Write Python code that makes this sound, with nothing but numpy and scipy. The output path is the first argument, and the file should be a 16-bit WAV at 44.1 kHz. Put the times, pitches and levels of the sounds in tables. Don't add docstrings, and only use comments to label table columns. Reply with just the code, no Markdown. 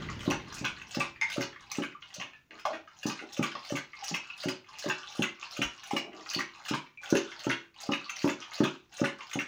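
import sys
import numpy as np
from scipy import signal
from scipy.fft import rfft, irfft
from scipy.io import wavfile
from scipy.ndimage import uniform_filter1d

SR = 44100
rng = np.random.default_rng(int(sys.argv[2]) if len(sys.argv) > 2 else 0)


def output_pcm(signal):
    pcm = np.clip(np.atleast_2d(signal).T, -1, 1) * 32767
    wavfile.write(sys.argv[1], SR, np.round(pcm).astype(np.int16))


N = 417627
TIME = np.arange(N) / SR

# release in seconds, level in dB, pitch in Hz, deep boom in dB.
PLOPS = [(0.274, -21, 277, -35), (0.609, -35, 208, -45.5), (0.967, -28.5, 267, -40), (1.377, -26, 270, -44),
         (1.781, -26.5, 277, -44), (2.179, -46.5, 195, -47), (3.052, -26.5, 257, -51),
         (3.39, -23.5, 270, -39.5), (3.719, -28, 267, -43), (4.109, -38, 266, -45),
         (4.454, -28.5, 261, -41), (4.858, -32, 311, -41), (5.19, -25, 270, -36),
         (5.588, -29.5, 272, -41.5), (5.93, -27, 290, -47.5), (6.359, -33, 270, -45.5),
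         (6.707, -27.5, 271, -40), (7.122, -17.5, 316, -44), (7.464, -24.5, 293, -40),
         (7.887, -25.5, 271, -47), (8.24, -19.5, 299, -48.5), (8.601, -18, 284, -36),
         (9.012, -21.5, 282, -44), (9.353, -28.5, 257, -46)]
# start in seconds, then levels in dB of the
LICKS = [(0.09, -76, -53, -44, -31.5), (0.478, -57, -54.5, -58, -67), (0.76, -57.5, -52.5, -32.5, -36.5),
         (1.29, -65, -50.5, -55, -30.5), (1.61, -60.5, -57, -56, -40), (2.025, -61, -68, -48, -40),
         (2.89, -66, -66.5, -33.5, -42.5), (3.2, -59.5, -56, -36, -34), (3.5, -61, -52, -36, -29.5),
         (3.96, -51, -52, -56, -59), (4.23, -58.5, -55, -32, -26.5), (4.678, -55.5, -53.5, -37.5, -25.5),
         (4.98, -55, -49, -44.5, -55), (5.4, -55, -52, -33, -43), (5.72, -56.5, -55, -35.5, -55),
         (6.14, -55, -51.5, -31.5, -37), (6.5, -57, -55, -26.5, -63), (7.03, -53, -54, -47, -36),
         (7.26, -56, -54.5, -36.5, -39), (7.758, -54, -53, -47, -39), (8.02, -58.5, -53, -37.5, -49),
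         (8.41, -55, -56.5, -38.5, -37), (8.92, -59, -55.5, -38.5, -28), (9.19, -56.5, -53, -30.5, -54)]
# start in seconds, first smack in dB, its resonance in Hz,
# second smack in dB, its resonance in Hz, bright snap in dB, squeezed juice in dB.
JAWS = [(0.303, -30, 2670, -29.5, 2100, -56, -36), (0.645, -23.5, 2370, -30, 2290, -46, -38),
        (1.003, -23, 2420, -35, 2880, -44, -36), (1.409, -30, 1540, -31, 2800, -30.5, -40.5),
        (1.821, -31.5, 2820, -30.5, 2430, -50, -45.5), (2.199, -33.5, 2740, -31.5, 2400, -61, -43),
        (3.083, -42, 1160, -29, 2730, -31.5, -36), (3.427, -26, 2400, -33, 2580, -34, -35.5),
        (3.755, -29.5, 2880, -30.5, 1690, -33.5, -38), (4.142, -24, 2600, -31, 2330, -29.5, -44),
        (4.485, -27, 2700, -47, 2580, -29, -43), (4.884, -36.5, 1620, -21.5, 2600, -31, -38.5),
        (5.222, -20.5, 2900, -26, 1930, -28, -39), (5.617, -19, 2590, -41, 2640, -29.5, -38.5),
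        (5.965, -22.5, 2420, -33, 2400, -28.5, -46), (6.39, -26.5, 1110, -27.5, 2040, -31.5, -42),
        (6.736, -25, 2900, -37, 2200, -58, -42), (7.152, -26, 1770, -26.5, 2880, -36, -36.5),
        (7.498, -22.5, 1600, -22.5, 2650, -50, -42), (7.92, -27, 2870, -22, 2450, -75, -40.5),
        (8.276, -32, 2750, -27.5, 2330, -44.5, -37), (8.635, -31.5, 1540, -28, 2610, -66, -34),
        (9.04, -25.5, 1040, -25.5, 2730, -35.5, -38), (9.39, -25, 2580, -31.5, 2300, -35.5, -45.5)]
# time from the plop in seconds, frequency in Hz.
STROKE = [(-.26, 1400), (-.16, 1080), (-.09, 820), (-.035, 672), (-.005, 533), (.025, 834), (0.062, 1300),
          (.11, 1420), (.17, 1410)]
# start in seconds, length in seconds, level in dB.
STRAY_LICKS = [(0.0, 0.011, -48), (0.095, 0.015, -41.5), (1.212, 0.03, -53), (2.53, 0.06, -58),
               (2.65, 0.058, -51.5), (2.734, 0.021, -53), (5.421, 0.013, -48), (6.547, 0.017, -49.5)]
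# start in seconds, level in dB, mouth resonance in Hz, bright snap in dB.
SMACKS = [(0.0877, -35, 1170, -59), (0.2072, -38.5, 2870, -54), (0.522, -41, 1160, -45),
          (0.8146, -39, 2600, -48), (1.299, -33, 2980, -33.5), (1.5284, -43, 1550, -67),
          (1.712, -36, 2430, -26.5), (2.0228, -38, 2920, -66), (2.1393, -49, 2760, -32),
          (2.508, -41, 2220, -71), (2.5943, -43.5, 2450, -43.5), (2.654, -31, 1100, -35.5),
          (2.732, -34.5, 1730, -52), (2.875, -44.5, 1340, -68), (3.063, -37.5, 1120, -27),
          (3.3267, -62, 2930, -36), (4.0388, -37, 2880, -29.5), (4.3, -34.5, 2800, -62),
          (4.786, -60, 2830, -30), (5.8334, -37.5, 2880, -38.5), (6.2608, -38, 1150, -50),
          (7.0334, -38, 1140, -40), (7.8167, -58.5, 1360, -41), (7.0993, -48, 3020, -27),
          (8.0943, -28, 2450, -32.5), (8.249, -39, 914, -34), (8.517, -38, 1110, -57)]
# start in seconds, level in dB, pitch in Hz, 60 dB decay in seconds,
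# sharpness of the burst in dB.
POPS = [(0.31, -27.5, 855, 0.03, -19), (1.213, -18, 2150, 0.014, 6.5), (1.214, -34.5, 912, 0.061, -20),
        (1.221, -13, 2126, 0.0096, -8), (1.231, -18.5, 2153, 0.054, -9), (1.241, -42, 2140, 0.052, -16),
        (1.949, -39.5, 1224, 0.018, -56), (2.336, -47.5, 1770, 0.084, -26), (2.652, -20, 810, 0.019, -31),
        (2.653, -17.5, 1120, 0.014, 4.5), (2.657, -24, 625, 0.05, -28), (2.692, -25, 642, 0.029, -25),
        (2.733, -44, 590, 0.021, 2), (3.553, -27.5, 1126, 0.032, 5.5), (4.022, -37.5, 803, 0.06, -32),
        (5.911, -22, 846, 0.016, -16), (6.740, -23.5, 1026, 0.014, -26), (6.974, -32.5, 2420, 0.04, -19),
        (7.152, -16.5, 411, 0.037, -23.5), (9.207, -37.5, 1080, 0.02, -22)]
# multiple of its pitch, level in dB.
OVERTONES = [(1.7, -10), (2.45, -10), (3.0, -7.5), (3.702, -15), (4.5, -11)]
# start in seconds, length in seconds, level in dB.
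GURGLES = [(2.211, 0.063, -57), (2.49, 0.099, -56), (2.703, 0.065, -44.5), (3.205, 0.044, -43.5),
           (3.548, 0.021, -44), (5.986, 0.14, -45.5), (6.109, 0.12, -48)]
# frequency in Hz, level in dB.
SMACK_COLOUR = [(150, -39), (450, -14.5), (900, -15), (1500, -0.5), (2700, -2), (3600, -6.5), (7000, -14),
                (15000, -22.5)]
# frequency in Hz, level in dB.
CRACKLE_COLOUR = [(300, -12), (1000, 5.5), (2000, 3), (2700, 9), (3600, 11), (6500, 13), (15000, 15)]
# frequency in Hz, bandwidth in Hz, level in dB.
BOWL = [(1020, 7, -17), (1174.5, 37.5, 9), (2040, 17, -33.5), (2130, 5.2, -38.5), (2508, 20, 6),
        (2713, 63, 2.5), (2880, 8.6, 9)]
# start in seconds, level in dB, pitch in Hz, 60 dB decay in seconds.
KNOCKS = [(5.650, -39.5, 55.6, 0.12)]
# frequency in Hz, level in dB, 60 dB decay in seconds.
CORNER = [(124.2, -16.5, 0.22), (146, -11.5, 0.24), (172, -7, 0.093), (210.2, -7.5, 0.17), (270, -14, 0.23),
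          (289.6, -9, 0.22), (337.6, -19, 0.38), (371.3, -15, 0.31), (420, -25, 0.37), (480, -35, 0.49),
          (556, -14, 0.27), (634, -21, 0.26), (846, -20.5, 0.28)]
# nominal delay in seconds, level in dB.
ECHOES = [(.0027, -16), (.0066, -15), (.0098, -14), (0.0166, -11)]
# frequency in Hz, 60 dB decay in seconds.
ROOM_T60 = [(200, 0.3), (700, 0.31), (1400, 0.25), (3000, 0.31), (7000, 0.22), (15000, 0.042)]
# frequency in Hz, level in dB.
TAIL_COLOUR = [(150, -5.5), (500, -4), (1000, 1.5), (15000, -2.5)]
# frequency in Hz, level in dB.
HUSH = [(30, -6), (120, 5), (500, -13), (1000, 0), (2500, -2), (5000, -6), (9000, 2), (12500, 8),
        (16000, 8)]
# frequency in Hz, level in dB.
RUMBLE_COLOUR = [(25, -16), (60, -2.5), (140, 0), (220, -2.5), (350, -8), (700, -19), (2000, -13.5),
                 (8000, -32)]
# time in seconds, level in dB.
RUMBLE = [(0, -42), (.45, -48.5), (.7, -53.5), (.9, -62), (1.3, -62), (2.0, -70.5), (2.7, -73.5),
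          (9.47, -73.5)]
# frequency in Hz, level in dB.
MICROPHONE = [(30, 0), (5500, -8.5), (6700, -7.5), (7400, -17.5), (8400, -23), (10500, -26), (12500, -34),
              (14000, -28), (15300, -16.5), (16000, -31.5)]
CUTOFF_HZ = 15900

PARTING_LEAD_S, PARTING_HZ, PARTING_SNAP_DB = .022, 2900, -1.5
BLOOP_LEAD_S, BLOOP_HZ, BLOOP_T60_S, BLOOP_SHARP_DB = .015, 589, 0.031, -32
SECOND_SMACK_S, SECOND_SNAP_DB = .015, -7.5
CLICK_FROM_S, CLICK_TO_S = .09, .18
CLICK_DB, CLICK_SPREAD_DB, CLICK_HZ, CLICK_SNAP_DB = -4, 4.5, 2400, -22.5


def saliva(lick_db=-5, muffle_hz=5000, squeeze_db=-8, squish_db=-6, squish_low_hz=380, squish_high_hz=950):
    licking, peeling, squeezing = tongue()
    bubbles = squelch(to_db(licking + squeezing), stroke())

    muffle = signal.butter(2, muffle_hz, fs=SR, output="sos")
    muffled = signal.sosfilt(muffle, crackle(to_db(licking) + lick_db, per_s=700, cycles=20))
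    bright = crackle(to_db(peeling + from_db(squeeze_db) * squeezing))

    pulp = signal.butter(2, [squish_low_hz, squish_high_hz], "band", fs=SR, output="sos")
    pressed = rms_one(signal.sosfilt(pulp, grains(per_s=710, spread_db=13.5)))
    squish = from_db(squish_db) * squeezing * pressed
    return bubbles + muffled + bright + squish


def tongue(lick_rise_s=0.028, peel_s=0.064, peel_rise_s=0.03, squeeze_s=0.011, squeeze_rise_s=0.01,
           fall_db_per_s=550, linger_db=-18, linger_db_per_s=110, lick_uneven_db=3.0, peel_uneven_db=3):
    licking, peeling, squeezing = np.zeros((3, N))
    for (plop_s, *_), (start_s, lick_db, peel_db, _, _), (shut_s, *_, juice_db) in zip(PLOPS, LICKS, JAWS):
        lick_s = max(plop_s - start_s, 0)
        licking += swell(start_s, lick_s, lick_db, lick_rise_s, fall_db_per_s)
        peeling += swell(plop_s - peel_s, peel_s, peel_db, peel_rise_s, fall_db_per_s)
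        squeezing += swell(shut_s, squeeze_s, juice_db, squeeze_rise_s, fall_db_per_s)
        licking += swell(shut_s, squeeze_s, juice_db + linger_db, squeeze_rise_s, linger_db_per_s)
    for s, length_s, db in STRAY_LICKS:
        licking += swell(s, length_s, db, squeeze_rise_s, fall_db_per_s)
    uneven_licking = licking * from_db(lick_uneven_db * wander())
    jerky_peeling = peeling * from_db(peel_uneven_db * wander(per_s=60))
    return uneven_licking, jerky_peeling, squeezing


def stroke(handover_s=.17):
    plop_s = np.array(PLOPS)[:, 0]
    lap = np.searchsorted(plop_s + handover_s, TIME)
    lap = np.minimum(lap, len(plop_s) - 1)
    return np.interp(TIME - plop_s[lap], *np.transpose(STROKE))


def squelch(level_db, mouth_hz, per_s=230, cycles=20, scatter=0.065, gain_db=1, glide=0.098):
    out = np.zeros(N)
    ticks = grains(per_s, spread_db=1.5)
    for i in np.flatnonzero(ticks):
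        hz = mouth_hz[i] * np.exp(scatter * rng.normal())
        ring = unit_energy(ping(hz, cycles / hz, rise_s=0.00029, glide=glide))
        add(out, TIME[i], ticks[i] * from_db(level_db[i] + gain_db) * ring)
    return out


def crackle(level_db, per_s=600, cycles=22, gain_db=6, tick_db=-5, glide=0.024):
    ticks = grains(per_s, spread_db=8.5) * from_db(level_db + gain_db)
    out = from_db(tick_db) * ticks
    for i in np.flatnonzero(ticks):
        hz = 1300 * 10 ** rng.random()
        ring = unit_energy(ping(hz, cycles / hz, rise_s=.0001, glide=glide))
        add(out, TIME[i], ticks[i] * ring)
    return coloured(out, CRACKLE_COLOUR)


def plops(t60=0.012, rise_s=0.0058, lag_s=0.003255, direct_db=22, cluck_db=-1,
          corner_db=8, deep_db=9, corner_lag_s=0.00879, corner_rise_s=0.0075):
    cavity, boom = np.zeros(N), np.zeros(N)
    for s, db, hz, boom_db in PLOPS:
        add(cavity, s + lag_s, from_db(db + direct_db) * ping(hz, t60, rise_s))
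        for multiple, mode_db in OVERTONES:
            cluck_gain = from_db(db + cluck_db + mode_db + rng.normal(0, 5.0))
            cluck_hz = multiple * hz * np.exp(rng.normal(0, 0.017))
            add(cavity, s + lag_s, cluck_gain * ping(cluck_hz, 0.023, 0.0017))
        blow = [(143, boom_db + deep_db), (max(hz, 200), db), (900, db - 3.5)]
        for k, (mode_hz, mode_db, mode_t60) in enumerate(CORNER):
            strength_db = at_hz(blow, mode_hz) + corner_db + mode_db + rng.normal(0, 4.3)
            sign = (-1) ** k
            add(boom, s + corner_lag_s, sign * from_db(strength_db) * ping(mode_hz, mode_t60, corner_rise_s))
    thin = signal.butter(3, 115, "high", fs=SR, output="sos")
    return signal.sosfilt(thin, cavity), signal.sosfilt(thin, boom)


def smacks(burst_t60=0.02, spray_t60=0.039, first_tick_db=-7, width_hz=380, broad_db=-3, cavity_db=-2,
           cavity_width_hz=150, body_db=27, snap_db=32, snap_hz=4200, sizzle_db=11,
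           spray_rise_s=.002, burst_rise_s=0.00084):
    body, snap = np.zeros(N), np.zeros(N)
    t = TIME[:SR // 20]
    ticks = grains(per_s=1200, spread_db=3.0)
    bright = signal.butter(2, snap_hz, "high", fs=SR, output="sos")
    for k, (s, db, hz, bright_db) in enumerate(lap_smacks()):
        own_ticks = ticks[k * len(t):(k + 1) * len(t)]
        burst = unit_energy(own_ticks * from_db(-60 * t / burst_t60) * (1 - np.exp(-t / burst_rise_s)))
        burst = unit_energy(burst + from_db(first_tick_db) * (t == 0))
        spray = unit_energy(own_ticks * from_db(-60 * t / spray_t60) * (1 - np.exp(-t / spray_rise_s)))

        pockets_hz = np.geomspace(950, 3300, num=4) * np.exp(rng.normal(0, 0.173, 4))
        pockets = sum(resonate(burst, pocket_hz, cavity_width_hz) for pocket_hz in pockets_hz)
        ringing = unit_energy(resonate(burst, hz, width_hz)) + from_db(cavity_db) * unit_energy(pockets)
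        add(body, s, from_db(db + body_db) * (ringing + from_db(broad_db) * burst))

        sizzle = spray + from_db(sizzle_db) * resonate(spray, rng.uniform(4600, 6750), 160)
        add(snap, s, from_db(bright_db + snap_db) * unit_energy(signal.sosfilt(bright, sizzle)))
    return coloured(body, SMACK_COLOUR) + snap


def lap_smacks():
    rows = []
    for plop, lick, jaw in zip(PLOPS, LICKS, JAWS):
        parting_db = lick[3]
        shut_s, first_db, first_hz, second_db, second_hz, snap_db, juice_db = jaw
        click_s = shut_s + CLICK_FROM_S + (CLICK_TO_S - CLICK_FROM_S) * rng.random()
        click_db = juice_db + CLICK_DB + CLICK_SPREAD_DB * rng.normal()
        click_hz = CLICK_HZ * np.exp(0.39 * rng.normal())
        rows += [(plop[0] - PARTING_LEAD_S, parting_db, PARTING_HZ, parting_db + PARTING_SNAP_DB),
                 (shut_s, first_db, first_hz, snap_db),
                 (shut_s + SECOND_SMACK_S, second_db, second_hz, snap_db + SECOND_SNAP_DB),
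                 (click_s, click_db, click_hz, juice_db + CLICK_SNAP_DB)]
    return rows + list(SMACKS)


def pops(level_db=4, glide=-0.1, sharp_rise_s=0.00038, soft_rise_s=0.0047):
    out = np.zeros(N)
    for s, db, hz, t60, sharp_db in list(POPS) + bloops():
        rise_s = np.interp(sharp_db, [-30, -15], [soft_rise_s, sharp_rise_s])
        tone = ping(hz, t60, rise_s, glide)
        add(out, s, from_db(db + level_db) * tone / np.max(abs(tone)))
        for multiple, mode_db in OVERTONES:
            mode = ping(multiple * hz, t60 / 2, rise_s=0.00014, glide=glide)
            add(out, s, from_db(db + level_db + sharp_db + mode_db) * mode)
    return out


def bloops():
    return [(plop[0] - BLOOP_LEAD_S, lick[-1], BLOOP_HZ, BLOOP_T60_S, BLOOP_SHARP_DB)
            for plop, lick in zip(PLOPS, LICKS)]


def gurgles(level_db=6, low_hz=320, high_hz=620, width_hz=110, high_db=-6):
    ticks = grains(per_s=3000, spread_db=9.0)
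    level = np.zeros(N)
    for s, length_s, db in GURGLES:
        add(level, s, from_db(db + level_db) * np.sqrt(np.hanning(int(length_s * SR))))
    hollow = resonate(ticks, low_hz, width_hz) + from_db(high_db) * resonate(ticks, high_hz, width_hz)
    muffle = signal.butter(2, [200, 900], "band", fs=SR, output="sos")
    return level * rms_one(signal.sosfilt(muffle, hollow))


def bowl(x, level_db=-3):
    return sum(from_db(db + level_db) * resonate(x, hz, width_hz) for hz, width_hz, db in BOWL)


def knocks(level_db=6):
    out = np.zeros(N)
    for s, db, hz, t60 in KNOCKS:
        add(out, s, from_db(db + level_db) * ping(hz, t60, rise_s=0.0088))
    return out


def room(x, count=5):
    lap = np.searchsorted(np.array(PLOPS)[:, 0] + 0.1464, TIME)
    out = np.zeros(N)
    for k in range(count):
        turn = uniform_filter1d(1. * (lap % count == k), size=400)
        out += signal.oaconvolve(x * turn, room_response())[:N]
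    return out


def room_response(tail_db=2, build_s=0.00017):
    t = TIME[:SR // 2]
    white, tail = rfft(rng.standard_normal(len(t))), np.zeros(len(t))
    bins_hz = np.arange(len(white)) * SR / len(t)
    edges_hz = np.geomspace(100, 17000, num=16)
    for low, high in zip(edges_hz, edges_hz[1:]):
        band = irfft(white * ((bins_hz >= low) & (bins_hz < high)), len(t))
        hz = np.sqrt(low * high)
        dying = from_db(-60 * t / at_hz(ROOM_T60, hz)) * (1 - np.exp(-t / build_s))
        tail += from_db(at_hz(TAIL_COLOUR, hz)) * np.sqrt(high - low) * unit_energy(band * dying)
    response = from_db(tail_db) * unit_energy(tail)
    response[0] += 1
    for s, db in ECHOES:
        response[round(s * SR * rng.uniform(.95, 1.05))] += from_db(db)
    return unit_energy(response)


def background(hush_db=-59, rumble_db=5):
    hush = from_db(hush_db) * rms_one(coloured(rng.standard_normal(N), HUSH))
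    fading = from_db(np.interp(TIME, *np.transpose(RUMBLE)) + rumble_db)
    return hush + fading * rms_one(coloured(rng.standard_normal(N), RUMBLE_COLOUR))


def from_db(db):
    return 10 ** (np.asarray(db) / 20)


def to_db(gain):
    return 20 * np.log10(gain + 1e-9)


def rms_one(x):
    return x / np.sqrt(np.mean(x ** 2) + 1e-20)


def unit_energy(x):
    return x / np.sqrt(np.sum(x ** 2) + 1e-20)


def at_hz(points, hz):
    points_hz, values = np.transpose(points)
    return np.interp(np.log(np.maximum(hz, 1)), np.log(points_hz), values)


def add(track, s, sound):
    start = int(np.clip(round(s * SR), 0, N - 1))
    track[start:start + len(sound)] += sound[:N - start]


def swell(start_s, hold_s, db, attack_s, fall_db_per_s):
    gain = np.zeros(N)
    t = TIME[:int((attack_s + hold_s + 60 / fall_db_per_s) * SR)]
    fall_db = fall_db_per_s * np.maximum(t - attack_s - hold_s, 0)
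    add(gain, start_s - attack_s, np.minimum(t / attack_s, 1) * from_db(db - fall_db))
    return gain


def wander(per_s=25):
    knots = rng.standard_normal(2000)
    return np.interp(TIME * per_s, np.arange(len(knots)), knots)


def grains(per_s, spread_db):
    sizes = from_db(spread_db * np.minimum(rng.exponential(1, N), 3)) * rng.choice([-1, 1], N)
    return rms_one(sizes * (rng.random(N) < per_s / SR))


def ping(hz, t60, rise_s, glide=0):
    t = TIME[:int(t60 * SR) + 2]
    tone = np.sin(2 * np.pi * hz * t * (1 + glide * t / t60 / 2))
    return tone * from_db(-60 * t / t60) * (1 - np.exp(-t / rise_s))


def resonate(x, hz, width_hz):
    r = np.exp(-np.pi * width_hz / SR)
    poles = [1, -2 * r * np.cos(2 * np.pi * hz / SR), r * r]
    return signal.lfilter([(1 - r * r) / 2, 0, (r * r - 1) / 2], poles, x)


def coloured(x, spectrum, size=4096):
    bins_hz = np.arange(size // 2 + 1) * SR / size
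    cepstrum = irfft(np.log(from_db(at_hz(spectrum, bins_hz))))
    cepstrum[1:size // 2] *= 2
    cepstrum[size // 2 + 1:] = 0
    return signal.fftconvolve(x, irfft(np.exp(rfft(cepstrum))))[:len(x)]


def scene():
    plop, boom = plops()
    mouth = smacks() + pops() + gurgles() + saliva()
    in_room = room(mouth + from_db(11) * plop)
    return (plop + boom + knocks() + bowl(mouth) + in_room + background())[None]


def record(dry):
    heard = coloured(dry[0], MICROPHONE)
    steep_cut = signal.ellip(10, .1, 80, CUTOFF_HZ, fs=SR, output="sos")
    return signal.sosfilt(steep_cut, heard)[None]


dry = scene()
out = record(dry)
output_pcm(out)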